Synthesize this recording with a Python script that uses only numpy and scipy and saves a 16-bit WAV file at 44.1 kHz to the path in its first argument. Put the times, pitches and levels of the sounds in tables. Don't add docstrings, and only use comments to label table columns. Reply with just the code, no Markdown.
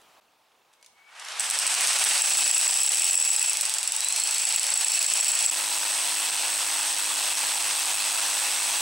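import sys
import numpy as np
from scipy import signal
from scipy.io import wavfile
from scipy.ndimage import uniform_filter1d, minimum_filter1d

SR = 44100
rng = np.random.default_rng(int(sys.argv[2]) if len(sys.argv) > 2 else 0)


def log_audio(samples):
    frames = np.atleast_2d(samples).T
    limited = np.clip(frames, -1, 1)
    pcm = np.round(limited * 32767).astype(np.int16)
    wavfile.write(sys.argv[1], SR, pcm)


def ratio_of_db(decibels):
    return 10 ** (np.asarray(decibels, float) / 20)


N = 388541
TIME = np.arange(N) / SR
CUTS = (0.204, 5.506)

# frequency in Hz, level in dB per Hz.
AIR = [(18, -64), (30, -34), (55, -11), (95, -23.5), (649, -8), (866, -4), (1960, -14), (2540, -14),
       (2900, -13.5), (14800, -27.5), (16000, -25)]
AIR_DB = (-58, -64.5)
# frequency in Hz, level in dB.
FAR_MODES = [(2600, 0), (3620, -5)]
FAR_PER_S, FAR_DB = 30.1, -68.5
# frequency in Hz, correlation from 0 to 1.
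SIDE_LIKENESS = [(60, 0.97), (120, 0.99), (240, 0.99), (480, 0.94), (950, 0.88), (1890, 0.83), (3770, 0.87),
                 (7520, 0.89), (15000, 0.98)]
# frequency in Hz, left over right in dB.
SIDE_LEAN = [(60, 2), (180, -2), (550, 0.5), (1650, -0.5), (4970, -0.5), (15000, -1)]

# time in seconds, peak level in dB.
CLICKS = [(0.0159, -45), (0.7296, -47), (0.736, -45), (0.8116, -49), (0.827, -37), (0.8455, -40),
          (0.862, -35.5), (1.1644, -49), (1.197, -27), (1.248, -27), (1.285, -26), (1.32, -25)]
# time in seconds, level in dB, frequency in Hz.
STALL_HUM = [
    (.76, -90, 2190),
    (.8, -77, 2200),
    (.88, -77, 2210),
    (.92, -88, 2200),
    (.96, -72, 2200),
    (1.03, -67, 2240),
    (1.09, -62, 2270),
    (1.12, -95, 2270),
]

# time in seconds, blow rate in blows per second.
PISTON_SPEED = [(1.396, 8.96), (1.95, 17.52), (2.25, 25.34), (2.26, 26.2), (2.85, 33.31), (2.96, 39.24),
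                (3.11, 46.97), (3.36, 32.25), (3.6, 24.44), (3.83, 21.34), (4.13, 26.44), (4.45, 28.23),
                (5.03, 27.51), (5.506, 27.76)]
FIRST_BLOW_S = PISTON_SPEED[0][0]
STEADY_START_S, STEADY_PER_S = 5.5125, 51.63
SLOW_PER_S, WORKING_PER_S = 11.3, 31.8
BLOW_RATE = np.where(TIME > CUTS[1], STEADY_PER_S, np.interp(TIME, *np.transpose(PISTON_SPEED)))
LOOSE = np.clip((BLOW_RATE - SLOW_PER_S) / (WORKING_PER_S - SLOW_PER_S), 0, 1)

# time in seconds, roar level in dB.
EFFORT = [(.95, -76), (1.05, -74.5), (1.2, -53), (1.3, -46), (1.385, -42.5), (1.4, -39), (1.6, -35),
          (2, -31), (2.5, -32), (2.8, -34), (3.1, -33), (3.9, -39.5), (4.3, -35.3), (5, -35), (5.49, -33),
          (5.52, -29.5), (7, -28.5), (8.81, -27)]
EFFORT_DB = np.interp(TIME, *np.transpose(EFFORT))
# frequency in Hz, level in dB per Hz.
ROAR_SPIN_UP = [(18, -85), (30, -55), (138, -54), (241, -26), (274, -38), (407, -20), (767, -3), (1370, -2),
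                (3350, -2), (9620, -9.5), (14700, -35), (16300, -65)]
# frequency in Hz, level in dB per Hz.
ROAR_FIRST = [(18, -73), (30, -51), (175, -42.5), (367, -32), (767, -15), (1230, -16.5), (2140, -12.5),
              (2650, -8.5), (3630, -11), (5530, -8.5), (7300, -11), (7850, -1.5), (10700, -16),
              (11900, -24.5), (16300, -31)]
# frequency in Hz, level in dB per Hz.
ROAR_FULL = [(18, -71), (30, -21), (162, -57), (289, -26), (429, -26.5), (808, -6), (1330, -8.5),
             (2440, -7), (2650, -4.5), (3020, -5.5), (7350, -7.5), (7900, -1.5), (11600, -16), (16300, -27)]
BODY_DB, RATTLE_DB = (0, -8), (-6, 9.5)
BODY_FADE_DB_PER_S, RATTLE_FULL_DB = 36, 4

# multiple of rotor speed, level in dB.
ROTOR_ORDERS = [(14, -15), (28, 0), (42, -20)]
# blow rate in blows per second, level in dB.
WHINE = [(9, -70), (22, -57), (25, -48), (28, -45.5), (35, -41.5), (40, -54), (48, -55), (51, -33)]
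ROTOR_TURNS_PER_BLOW = 17 / 3
ROTOR_DB = -56.5
COAST_DB, COAST_PER_S2 = -9, 40

# multiple of the blow rate, level in dB.
PISTON_LINES = [(4, -92), (7, -60), (9, -61.5), (10, -53), (11, -58.5), (12, -55), (13, -54), (14, -63.5),
                (16, -46.5), (18, -50), (19, -49)]
# frequency in Hz, width in Hz, level in dB above the roar.
HOUSING_TONES = [(578.5, 12, -25.5), (772, 17, -19), (866, 17, -18), (307, 96, -30)]

# frequency in Hz, width in Hz,
# level in dB in the first hole, level in dB in the second.
BIT_MODES = [(2620, 65, -12.5, -6), (2760, 160, -17, -11), (3410, 130, -24, -11), (5480, 200, -12, -10),
             (7580, 90, -11, -14), (7795, 130, 0, -2), (8110, 220, -10, -13), (8500, 400, -10, -5),
             (9400, 400, -14, -9), (10520, 140, -15, -15), (11000, 200, -19, -16), (12800, 600, -26, -20),
             (13880, 220, -24, -16), (14800, 900, -27, -19), (15700, 65, -19, -14)]
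SEATED_S, SEATING_S, SEATING_DB, SEATING_HZ = 2.25, .6, 9, 7950
# frequency in Hz, level in dB.
CRACK = [(800, -27), (2500, -8.5), (5000, 0.5), (7000, 0), (9200, 6.5), (11500, -9.5), (16000, -16)]
# time in seconds, level in dB relative to its blow.
REBOUND = [(1.4, -3), (2.1, -5), (2.5, -13), (5.5, -14), (8.8, -11)]
# time in seconds, crack level in dB, bit ring level in dB.
ACCENTS = [(1.396, -28, -25.5), (1.5, -20, -28), (1.588, -18.5, -20), (1.666, -24, -19), (1.872, -17, -37),
           (2.039, -17, -22), (2.219, -24, -10.5), (2.477, -24, -13), (2.511, -30, -8.5), (2.545, -35, -18),
           (2.644, -32, -24), (2.832, -26, -12), (2.862, -27, -13), (2.891, -29.5, -14), (2.995, -27, -15),
           (3.065, -26, -25), (3.175, -31, -14), (3.362, -28, -10.5), (3.495, -33, -12), (3.61, -15, -15.5),
           (3.875, -21, -19), (4.045, -28, -20), (4.452, -24, -16.5), (4.56, -31, -11), (4.845, -29, -13.5),
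           (5.136, -24, -18), (5.281, -35, -13.5), (5.352, -26, -20), (5.461, -33, -9.5), (5.497, -28, -18)]
BLOW_CRACK_DB, BLOW_RING_DB = (-18, -26.5), (-37.5, -19.5)
CRACK_SPREAD_DB, RING_SPREAD_DB, TRADE = 3, 4, 0.76
STEADY_DB = (-24.5, -29)

CEILING_DB = (-19.5, -25.5)


def evened(x):
    return x / np.sqrt(np.mean(x ** 2) + 1e-20)


def read(points, hz):
    f, value = np.transpose(points)
    return np.interp(np.log(hz + 1), np.log(f + 1), value)


def slow(top_hz):
    return evened(np.interp(TIME * top_hz, np.arange(1000), rng.standard_normal(1000)))


def colour(points, size):
    log_gain = np.log(ratio_of_db(read(points, abs(np.fft.fftfreq(4096, 1 / SR)))))
    phase = -signal.hilbert(log_gain).imag
    return np.fft.ifft(np.exp(log_gain + 1j * phase)).real[:size]


def resonate(x, hz, width):
    return signal.lfilter(*signal.iirpeak(min(hz, SR / 2 - 1), hz / width, SR), x)


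def spikes(s, db):
    train = np.zeros(N)
    np.add.at(train, np.minimum((s * SR).astype(int), N - 1), ratio_of_db(db))
    return train


def stereo_noise(db_of, patchy_db):
    frames, hz = N // 128 + 5, np.fft.rfftfreq(512, 1 / SR)[:, None]
    a, b, c, d, patches = rng.standard_normal((frames, 257, 5)).T
    patches = evened(uniform_filter1d(uniform_filter1d(patches, 7, 0), 16, 1))
    same = np.clip(read(SIDE_LIKENESS, hz), -1, 1)
    lean = ratio_of_db(read(SIDE_LEAN, hz) / 2)
    left = a + 1j * b
    right = same * left + np.sqrt(1 - same ** 2) * (c + 1j * d)
    z = np.array([left * lean, right / lean])
    z *= ratio_of_db(db_of(hz, np.arange(frames) * 128 / SR) + patchy_db * patches)
    return signal.istft(z, nperseg=512, noverlap=384)[1][:, :N]


def by_speed(pair, t=TIME):
    return pair[0] + (pair[1] - pair[0]) * np.interp(t, TIME, LOOSE)


def mode_db(hz, db, full_db, t):
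    lean = np.sign(hz - SEATING_HZ) * (abs(hz - SEATING_HZ) < 400)
    unseated = np.clip((SEATED_S - t) / SEATING_S, 0, 1)
    return np.where(t < CUTS[1], db, full_db) + SEATING_DB * (lean + .3 * abs(lean)) * unseated


def garage(x, t60=0.39):
    taps = rng.choice([-1., 1.], (2, SR // 2)) * (rng.random((2, SR // 2)) < .05)
    t = np.arange(SR // 2) / SR
    taps = taps * ratio_of_db(-60 * t / t60) * (t > .003)
    taps = signal.lfilter(*signal.butter(2, [300, 9500], "band", fs=SR), taps)
    return signal.fftconvolve(x[None], taps / np.linalg.norm(taps[0]), axes=1)[:, :N]


def air():
    s = np.arange(.215, .75, 1 / FAR_PER_S)
    beats = spikes(s, FAR_DB + 2.2 * rng.standard_normal(len(s)))
    beats = signal.oaconvolve(beats, np.hanning(500))[:N]
    far = sum(ratio_of_db(db) * resonate(rng.standard_normal(N), hz, 200) for hz, db in FAR_MODES)
    level_db = np.where(TIME < CUTS[0], *AIR_DB)
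    noise = evened(stereo_noise(lambda hz, t: read(AIR, hz) + 0 * t, patchy_db=1.4))
    return ratio_of_db(level_db) * noise + evened(far) * beats


def trigger():
    s, db = np.transpose(CLICKS)
    decay = np.exp(-np.arange(900) / SR / 0.0034)
    puffs = signal.oaconvolve(spikes(s, db - 5.5), decay)[:N] * rng.standard_normal(N)
    clicks = signal.sosfilt(signal.butter(4, [1900, 10300], "band", fs=SR, output="sos"), puffs)
    bit_ring = ratio_of_db(11) * resonate(puffs * (TIME > 1.1), 5500, 200)
    s, db, hz = np.transpose(STALL_HUM)
    hum_hz = np.interp(TIME, s, hz) * (1 + .007 * slow(150))
    hum = np.sin(2 * np.pi * np.cumsum(hum_hz) / SR)
    hum_db = np.interp(TIME, s, db, -200, -200) + 6 + 1.2 * slow(60)
    return clicks + bit_ring + hum * ratio_of_db(hum_db)


def roar(cycle):
    def body(hz):
        return hz ** 2 / (hz ** 2 + 600 ** 2) / (1 + (hz / 2600) ** 4)

    def body_db(t):
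        thinning = BODY_FADE_DB_PER_S * np.minimum(FIRST_BLOW_S - t, .33) - 8.0
        return by_speed(BODY_DB, t) + np.where(t < FIRST_BLOW_S, thinning, 0)

    def shape(points, hz):
        return read(points, hz[:, 0]) - np.mean(read(points, np.linspace(3000, 7000, 9)))

    def level_db(hz, t):
        stage = np.searchsorted([FIRST_BLOW_S, CUTS[1]], t)
        shapes = np.array([shape(p, hz) for p in (ROAR_SPIN_UP, ROAR_FIRST, ROAR_FULL)]).T
        return shapes[:, stage] + body(hz) * (body_db(t) + 8)

    x = stereo_noise(level_db, patchy_db=0.85)
    x /= np.std(signal.sosfilt(signal.butter(4, [3000, 7000], "band", fs=SR, output="sos"), x))
    swell_db = 1.02 * np.cos(4 * np.pi * (cycle - .05)) + 0.85 * slow(90) + 0.45 * slow(25)
    return x * ratio_of_db(EFFORT_DB + swell_db + 3.5)


def motor():
    jitter = 1 + .0009 * slow(30) + .0005 * slow(4)
    turns = np.cumsum(BLOW_RATE * ROTOR_TURNS_PER_BLOW * jitter) / SR
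    load = 1 + .5 * np.cos(2 * np.pi * turns / ROTOR_TURNS_PER_BLOW)
    slowing = np.clip(-np.gradient(BLOW_RATE) * SR / COAST_PER_S2, 0, 1)
    coast_db = COAST_DB * slowing + 1.8 * slow(14) * (TIME < CUTS[1])
    whine = sum(ratio_of_db(db + 1.6 * slow(20)) * np.sin(2 * np.pi * k * turns) for k, db in ROTOR_ORDERS)
    whine_db = np.interp(BLOW_RATE, *np.transpose(WHINE)) + coast_db + 6
    rotor = ratio_of_db(ROTOR_DB + 6.5 + 0.63 * slow(12)) * np.sin(2 * np.pi * turns) * (TIME > CUTS[1])
    return ratio_of_db(whine_db) * whine * load * (TIME > FIRST_BLOW_S) + rotor


def housing():
    drive = rng.standard_normal(N)
    tones = sum(ratio_of_db(db) * evened(resonate(drive, hz, width)) for hz, width, db in HOUSING_TONES)
    return tones * ratio_of_db(EFFORT_DB) * (TIME > FIRST_BLOW_S) * (TIME < CUTS[1])


def thump():
    lines = np.zeros(N)
    for k, db in PISTON_LINES:
        tone = np.sin(2 * np.pi * (k * STEADY_PER_S * TIME + rng.random()))
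        lines += ratio_of_db(db + 4.0 + 1.1 * slow(5)) * tone
    return lines * (TIME > CUTS[1])


def rattle():
    strength = ratio_of_db(3.5 * np.minimum(rng.exponential(1, N), 5))
    knocks = (rng.random(N) < 420 / SR) * strength * rng.choice([-1, 1], N)
    drive = evened(knocks) + 0.12 * rng.standard_normal(N)
    ringing = np.zeros(N)
    for hz, width, db, full_db in BIT_MODES:
        mode = resonate(resonate(drive, hz, 1.5 * width), hz, 1.5 * width)
        ringing += ratio_of_db(mode_db(hz, db, full_db, TIME)) * evened(mode)
    grit = evened(signal.oaconvolve(knocks, colour(CRACK, size=256))[:N])
    engaged = np.clip((TIME - FIRST_BLOW_S) / .01, 0, 1)
    rattle_db = np.where(TIME < CUTS[1], by_speed(RATTLE_DB), RATTLE_FULL_DB) - 3.0 - 4.4 * (TIME > CUTS[1])
    return ratio_of_db(EFFORT_DB + rattle_db) * (ringing + ratio_of_db(-22) * grit) * engaged


def all_blows():
    strokes = np.cumsum(BLOW_RATE * (TIME >= FIRST_BLOW_S)) / SR
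    count = int(np.interp(CUTS[1], TIME, strokes)) + 1
    s = np.interp(np.arange(count), strokes, TIME)
    a, b = rng.standard_normal((200, 2))[:len(s)].T
    crack_db = by_speed(BLOW_CRACK_DB, s) + CRACK_SPREAD_DB * a
    ring_db = by_speed(BLOW_RING_DB, s) + RING_SPREAD_DB * (b - TRADE * a)
    first = np.c_[s, crack_db, ring_db]
    nearest = abs(s[1:, None] - np.array(ACCENTS)[1:, 0]).argmin(axis=0) + 1
    first[nearest] = ACCENTS[1:]
    first[0] = ACCENTS[0]
    s = np.arange(STEADY_START_S, N / SR - .002, 1 / STEADY_PER_S)
    chance = rng.standard_normal((200, 3))[:len(s)]
    steady = np.c_[s, np.ones((len(s), 1)) * STEADY_DB] + chance * (.0002, 2.5, 5)
    return np.vstack([first, steady])


def hammer(blows):
    s, crack_db, ring_db = blows.T
    chance = rng.standard_normal((300, 4 + 2 * len(BIT_MODES)))[:len(s)]
    rebound_db = np.interp(s, *np.transpose(REBOUND))
    s = np.r_[s, s + .009 + .0005 * chance[:, 0]]
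    crack_db = np.r_[crack_db, crack_db + rebound_db + 2.2 * chance[:, 1]]
    ring_db = np.r_[ring_db, ring_db + rebound_db - 3 + 2.2 * chance[:, 2]]
    t = np.arange(900) / SR
    burst = (1 - np.exp(-t / .0002)) * np.exp(-t / .0016 - (t / .005) ** 4)
    puffs = signal.oaconvolve(spikes(s, crack_db + 12.5), burst)[:N] * rng.standard_normal(N)
    tone = colour(CRACK, size=256)
    out = signal.oaconvolve(puffs, tone / np.linalg.norm(tone))[:N]
    for k, (hz, width, db, full_db) in enumerate(BIT_MODES):
        shares_db = 3.2 * np.r_[chance[:, 4 + 2 * k], chance[:, 5 + 2 * k]]
        shares_db = shares_db - 5 * abs(np.log2(hz / 7800))
        envelope = (1 - np.exp(-t / .0004)) * np.exp(-t * 1.1 * width - (t / .0052) ** 4)
        ring = np.sin(2 * np.pi * hz * t) * envelope
        strikes = spikes(s, ring_db + mode_db(hz, db, full_db, s) + shares_db + 10.5)
        out += signal.oaconvolve(strikes, ring)[:N]
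    return out


def scene():
    blows = all_blows()
    cycle = np.interp(TIME, blows[:, 0], np.arange(len(blows)))
    near = hammer(blows) + rattle()
    switch = trigger()
    reflected = garage(ratio_of_db(-15.0) * near + ratio_of_db(-6.0) * switch)
    running = np.clip((TIME - .95) / 0.027, 0, 1)
    machine = thump() + housing() + motor() + roar(cycle) * running
    return near + switch + reflected + machine + air()


def low_pass(x):
    return signal.sosfilt(signal.butter(12, 16870, fs=SR, output="sos"), x)


def record(dry):
    power_db = 10 * np.log10(uniform_filter1d((dry ** 2).mean(0), 40) + 1e-12)
    over_db = np.maximum(power_db - np.where(TIME < CUTS[1], *CEILING_DB), 0)
    ahead_db = -minimum_filter1d(-np.r_[over_db[75:], np.zeros(75)], 151)
    fall = TIME * 600
    held_db = np.maximum.accumulate(ahead_db + fall) - fall
    limited = dry / ratio_of_db(.72 * uniform_filter1d(held_db, 50))
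    fades = np.prod([np.clip(abs(TIME - s) / 0.0064, .03, 1) for s in CUTS], axis=0)
    edge = signal.firwin(511, 15890, window=("kaiser", 8), fs=SR)
    return low_pass(signal.oaconvolve(limited * fades, edge[None], "same"))


dry = scene()
out = record(dry)
log_audio(out)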